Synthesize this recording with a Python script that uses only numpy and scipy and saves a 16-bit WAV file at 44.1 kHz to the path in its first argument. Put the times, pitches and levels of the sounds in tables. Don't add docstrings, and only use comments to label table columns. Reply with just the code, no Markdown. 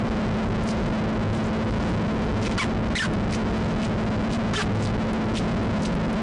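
import sys
import numpy as np
from scipy import signal
from scipy.fft import rfft, irfft, next_fast_len
from scipy.io import wavfile

SR = 44100
rng = np.random.default_rng(int(sys.argv[2]) if len(sys.argv) > 2 else 0)


def master(y):
    cut = np.clip(np.atleast_2d(y).T, -1, 1)
    pcm = np.round(cut * 32767)
    wavfile.write(sys.argv[1], SR, pcm.astype(np.int16))


N = 274302
T = np.arange(N) / SR

# f/Hz, relative density/dB
HISS_SPECTRUM = [(700, -17), (1700, -1), (3000, 6.5), (6000, 4), (8000, 1.5), (10000, 0), (12000, -37)]
# peak t/s, half length/s, rise/dB (wind() scales it by gustiness)
GUST_SWELLS = [(0.19, 0.11, 3), (0.8, 0.048, 5), (1.86, 0.1, 9), (2.48, 0.16, 6.5), (3.62, 0.214, 4.5),
               (4.9, 0.15, 4), (5.5, 0.15, 3)]


def falcon(rasp_hz=560, hiss_db=-14, fray_db=5, beat_db=4, ramp_s=.003):
    # side tone offset below voice/Hz, side tone/dB, third harmonic/dB
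    chups = [(232, -14.5, -5), (430, -16, -17), (420, 1, -22)]
    # t/s, f/Hz, level/dB, roughness, second harmonic/dB
    chup_curves = [
        [(2.577, 1593, 6, .9, -10), (2.587, 1450, 11, 0.66, -12), (2.592, 1153, -9, .7, 7),
         (2.596, 1118, 13, 0.3, 0), (2.607, 1147, 8, 0.4, 12), (2.614, 1083, 7, 0.6, 3),
         (2.623, 1030, 9, 0.5, -1), (2.632, 1008, 3, 0.6, 1), (2.646, 940, 0, 0.5, 3)],
        [(2.952, 1782, 12, .6, 1), (2.959, 1910, 6, .54, -2), (2.968, 2168, 11, 0.4, -13),
         (2.976, 1992, 5.5, 0.5, -4), (2.984, 1852, 4, 0.65, 18), (2.989, 1462, 13, 0.36, 22),
         (2.993, 1400, 12.5, .4, 20), (2.996, 1812, 9, 0.42, -3), (3.017, 1760, 13, 0.3, -17.5),
         (3.022, 1703, 1, 1, -1), (3.028, 1503, 7, 0.6, -14), (3.040, 1625, 5.5, .7, -10),
         (3.066, 1500, -3.5, .95, -16)],
        [(4.534, 1600, 3, .99, -9), (4.549, 1600, 8, 1, -11), (4.559, 1740, -9, 0.8, -6),
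         (4.564, 1760, 11, 0.4, 16), (4.574, 1785, 4, .3, 6), (4.581, 1740, 10, .42, -14),
         (4.591, 1730, 8, 0.04, -12), (4.602, 1552, 16, 0.83, -9), (4.612, 1590, 7.5, 0.7, -18),
         (4.622, 1587, 3.5, .95, -5), (4.632, 1491, -14, 1.2, 1)],
    ]
    out = np.zeros(N)
    for (gap_hz, side_db, third_db), curve in zip(chups, chup_curves):
        times_s, *controls = np.transpose(curve)
        at = np.arange(int(times_s[0] * SR), int(times_s[-1] * SR))
        hz, level_db, rough, second_db = (np.interp(T[at], times_s, c) for c in controls)
        whistle = syrinx(hz, second_db, third_db, np.clip(rough, 0, 1), rasp_hz)
        beat = amp(side_db) * np.exp(-2j * np.pi * gap_hz * T[at])
        voice = unit((whistle * (1 + beat)).real)
        low_tone = amp(beat_db) * beat.real * (1 - rough) / (1 + amp(second_db))
        breath = amp(hiss_db + fray_db * rough) * noise(len(at), HISS_SPECTRUM)
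        gate = signal.windows.tukey(len(at), 2 * ramp_s * SR / len(at))
        out[at] += amp(level_db) * (voice + low_tone + breath) * gate
    return out


def syrinx(hz, second_db, third_db, rough, rasp_hz):
    fundamental = phasor(hz)
    weights = [1, amp(second_db), -amp(third_db)]
    clean = np.sqrt(1 - rough ** 2)
    voice = sum(weight * fundamental ** k * (clean + rough * waver(rasp_hz, len(hz)))
                for k, weight in enumerate(weights, 1))
    return voice / np.sqrt(sum(weight ** 2 for weight in weights))


def chick(arch=0.06, hoarse_hz=600, fall_s=0.015):
    # peak t/s, rise/s, level/dB, peak f/Hz, voice re hiss/dB
    peeps = [(.706, .045, -14.5, 2780, -7), (2.460, 0.037, -10, 2293, 3), (2.524, 0.023, -15, 2510, 7),
             (3.346, 0.03, -11, 2290, -2), (3.855, 0.03, -12.5, 2930, 2), (4.346, 0.03, -13, 2910, -1),
             (4.857, 0.043, -12.5, 2890, -7), (5.375, .021, -5.5, 3120, -0.5),
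             (5.858, .034, -12.5, 2900, -10)]
    # f/Hz, relative density/dB
    beak_spectrum = [(1000, -25), (2200, -7), (4000, 0), (5800, 3), (7000, -3.5), (8500, -4.5), (10000, -6),
                     (12000, -32)]
    out = np.zeros(N)
    for peak_s, rise_s, db, hz, voice_db in peeps:
        at = np.flatnonzero((T > peak_s - 2 * rise_s) & (T < peak_s + 2 * fall_s))
        width_s = np.where(T[at] < peak_s, rise_s, fall_s)
        swell = np.exp(-((T[at] - peak_s) / width_s) ** 2)
        pitch_hz = hz * (1 + arch * (swell - 1))
        voice = unit((phasor(pitch_hz) * waver(hoarse_hz, len(at))).real)
        out[at] += amp(db) * swell * unit(amp(voice_db) * voice + noise(len(at), beak_spectrum))
    return out


def feathers():
    # peak t/s, half length/s, level/dB
    plucks = [(0.233, 0.0051, -31), (0.377, 0.06, -37), (1.35, 0.038, -24.5), (1.453, 0.026, -24),
              (1.72, 0.017, -32)]
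    envelope = swells((peak_s, half_s, amp(db)) for peak_s, half_s, db in plucks)
    return envelope * noise(N, HISS_SPECTRUM)


def nest_box(x, t60_s=0.027, wet_db=-15):
    return x + amp(wet_db) * tail(x, t60_s)


def ventilation(fan_hz=(218.0, 232.5), fan_db=(-2.5, -11), drift_hz=0.795, flutter=0.28,
                duct_db=0.68, lowest_db=1.38):
    # f/Hz, relative level/dB, bandwidth/Hz
    duct_tones = [(105.36, -11.5, 8.6), (139.8, -22, 7.9), (162.43, -12, 24.9), (197.2, -12, 20),
                  (225.26, -12, 61.4)]
    # peak t/s, half length/s, change/dB
    surges = [(0.27, 0.058, 3), (0.85, 0.077, 6), (1.45, 0.091, -2.5), (2.2, 0.25, 3.5), (2.7, 0.086, -10),
              (4.57, 0.064, 7.5), (5.24, 0.096, -20), (5.5, 0.0623, 9), (5.82, 0.063, 2), (6.03, 0.13, 5.5)]
    first_fan = amp(fan_db[0]) * phasor(fan_hz[0] + drift_hz * waver(4.983).real)
    first_fan *= 1 + flutter * waver(18.4).real
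    second_fan = amp(fan_db[1]) * phasor(fan_hz[1] + drift_hz * waver(5.6).real)
    gust_db, surge_db = lowest_db + swells(GUST_SWELLS), swells(surges)
    out = first_fan + second_fan
    for hz, db, width_hz in duct_tones:
        swell_db = gust_db if hz < fan_hz[0] / 2 else surge_db
        out += amp(duct_db + db + swell_db) * waver(width_hz / 2) * np.exp(2j * np.pi * hz * T)
    return np.sqrt(2) * out.real


def wind(base_db=-3.5, gustiness=0.73, eddy_db=0.5, eddy_hz=4):
    # f/Hz, relative density/dB
    rumble_spectrum = [(15, -18.5), (30, -6), (48, 1.5), (80, -5), (130, -6.5), (175, -2.5), (250, -10),
                       (330, -14), (550, -21.5), (900, -30), (2000, -46.5), (5000, -47), (10000, -61.5)]
    level_db = base_db + gustiness * swells(GUST_SWELLS) + eddy_db * waver(eddy_hz).real
    return amp(level_db) * noise(N, rumble_spectrum)


def ticks():
    # t/s, level/dB
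    clicks = [(0.6385, -19), (1.895, -29.5), (2.142, -31), (2.252, -29), (3.137, -18.5), (3.579, -26),
              (4.635, -18.5), (4.750, -27.5), (5.134, -16), (5.634, -27.5), (5.830, -26), (5.953, -23.5),
              (6.131, -18.5)]
    out = np.zeros(N)
    for time_s, db in clicks:
        out[round(time_s * SR)] = amp(db)
    return out


def amp(db):
    return 10 ** (np.asarray(db) / 20)


def unit(x):
    return x / np.sqrt(np.mean(abs(x) ** 2) + 1e-20)


def shaped(x, spectrum):
    hz, db = np.transpose(spectrum)
    bins_hz = np.fft.rfftfreq(len(x), 1 / SR)
    gain_db = np.interp(np.log(bins_hz + 1), np.log(hz), db)
    return irfft(rfft(x) * amp(gain_db), len(x))


def noise(size, spectrum):
    return unit(shaped(rng.standard_normal(size), spectrum))


def waver(rate_hz, size=N):
    bins_hz = np.fft.fftfreq(next_fast_len(size), 1 / SR)
    white = rng.standard_normal((len(bins_hz), 2)) @ [1, 1j]
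    return unit(np.fft.ifft(white / (1 + (bins_hz / rate_hz) ** 4))[:size])


def phasor(hz):
    return np.exp(2j * np.pi * np.cumsum(hz) / SR)


def swells(rows):
    return sum(height * np.exp(-((T - peak_s) / half_s) ** 2) for peak_s, half_s, height in rows)


def tail(x, t60_s, taps_per_s=4000):
    t = T[:SR // 5]
    taps = rng.standard_normal(len(t)) * (rng.random(len(t)) < taps_per_s / SR)
    taps *= (t > .001) * amp(-60 * t / t60_s)
    return signal.fftconvolve(x, taps / np.linalg.norm(taps))[:N]


def lowpass(x, hz):
    return signal.oaconvolve(x, signal.firwin(255, hz, window=("kaiser", 9), fs=SR), "same")


def scene():
    return (ventilation() + wind() + nest_box(falcon() + chick() + feathers()))[None]


def record(dry, drive_db=21.0, rail_db=-24.0, coupling_hz=25, smear_db=-15, smear_t60_s=0.12,
           buzz_edge_hz=10080, band_edge_hz=11250):
    # f/Hz, gain/dB
    smear_colour = [(100, -5), (300, -2), (700, -3.5), (2000, 2), (5000, 5.5), (10000, 12)]
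    # f/Hz, gain/dB
    camera_colour = [(30, 0.5), (200, 1.2), (600, 0.5), (1500, 0.55), (3000, -.5), (5000, -2.5), (7500, -6),
                     (10000, -10)]
    oversampled = signal.resample_poly(dry[0], 2, 1)
    squared = signal.resample_poly(np.tanh(amp(drive_db) * oversampled), 1, 2)
    drooped = signal.lfilter(*signal.butter(1, coupling_hz, "high", fs=SR), squared)
    smear = amp(smear_db) * shaped(tail(drooped, smear_t60_s), smear_colour)
    coloured = shaped(amp(rail_db) * (drooped + smear), camera_colour)
    buzz = lowpass(coloured, buzz_edge_hz)
    return lowpass(buzz + ticks(), band_edge_hz)[None]


dry = scene()
out = record(dry)
master(out)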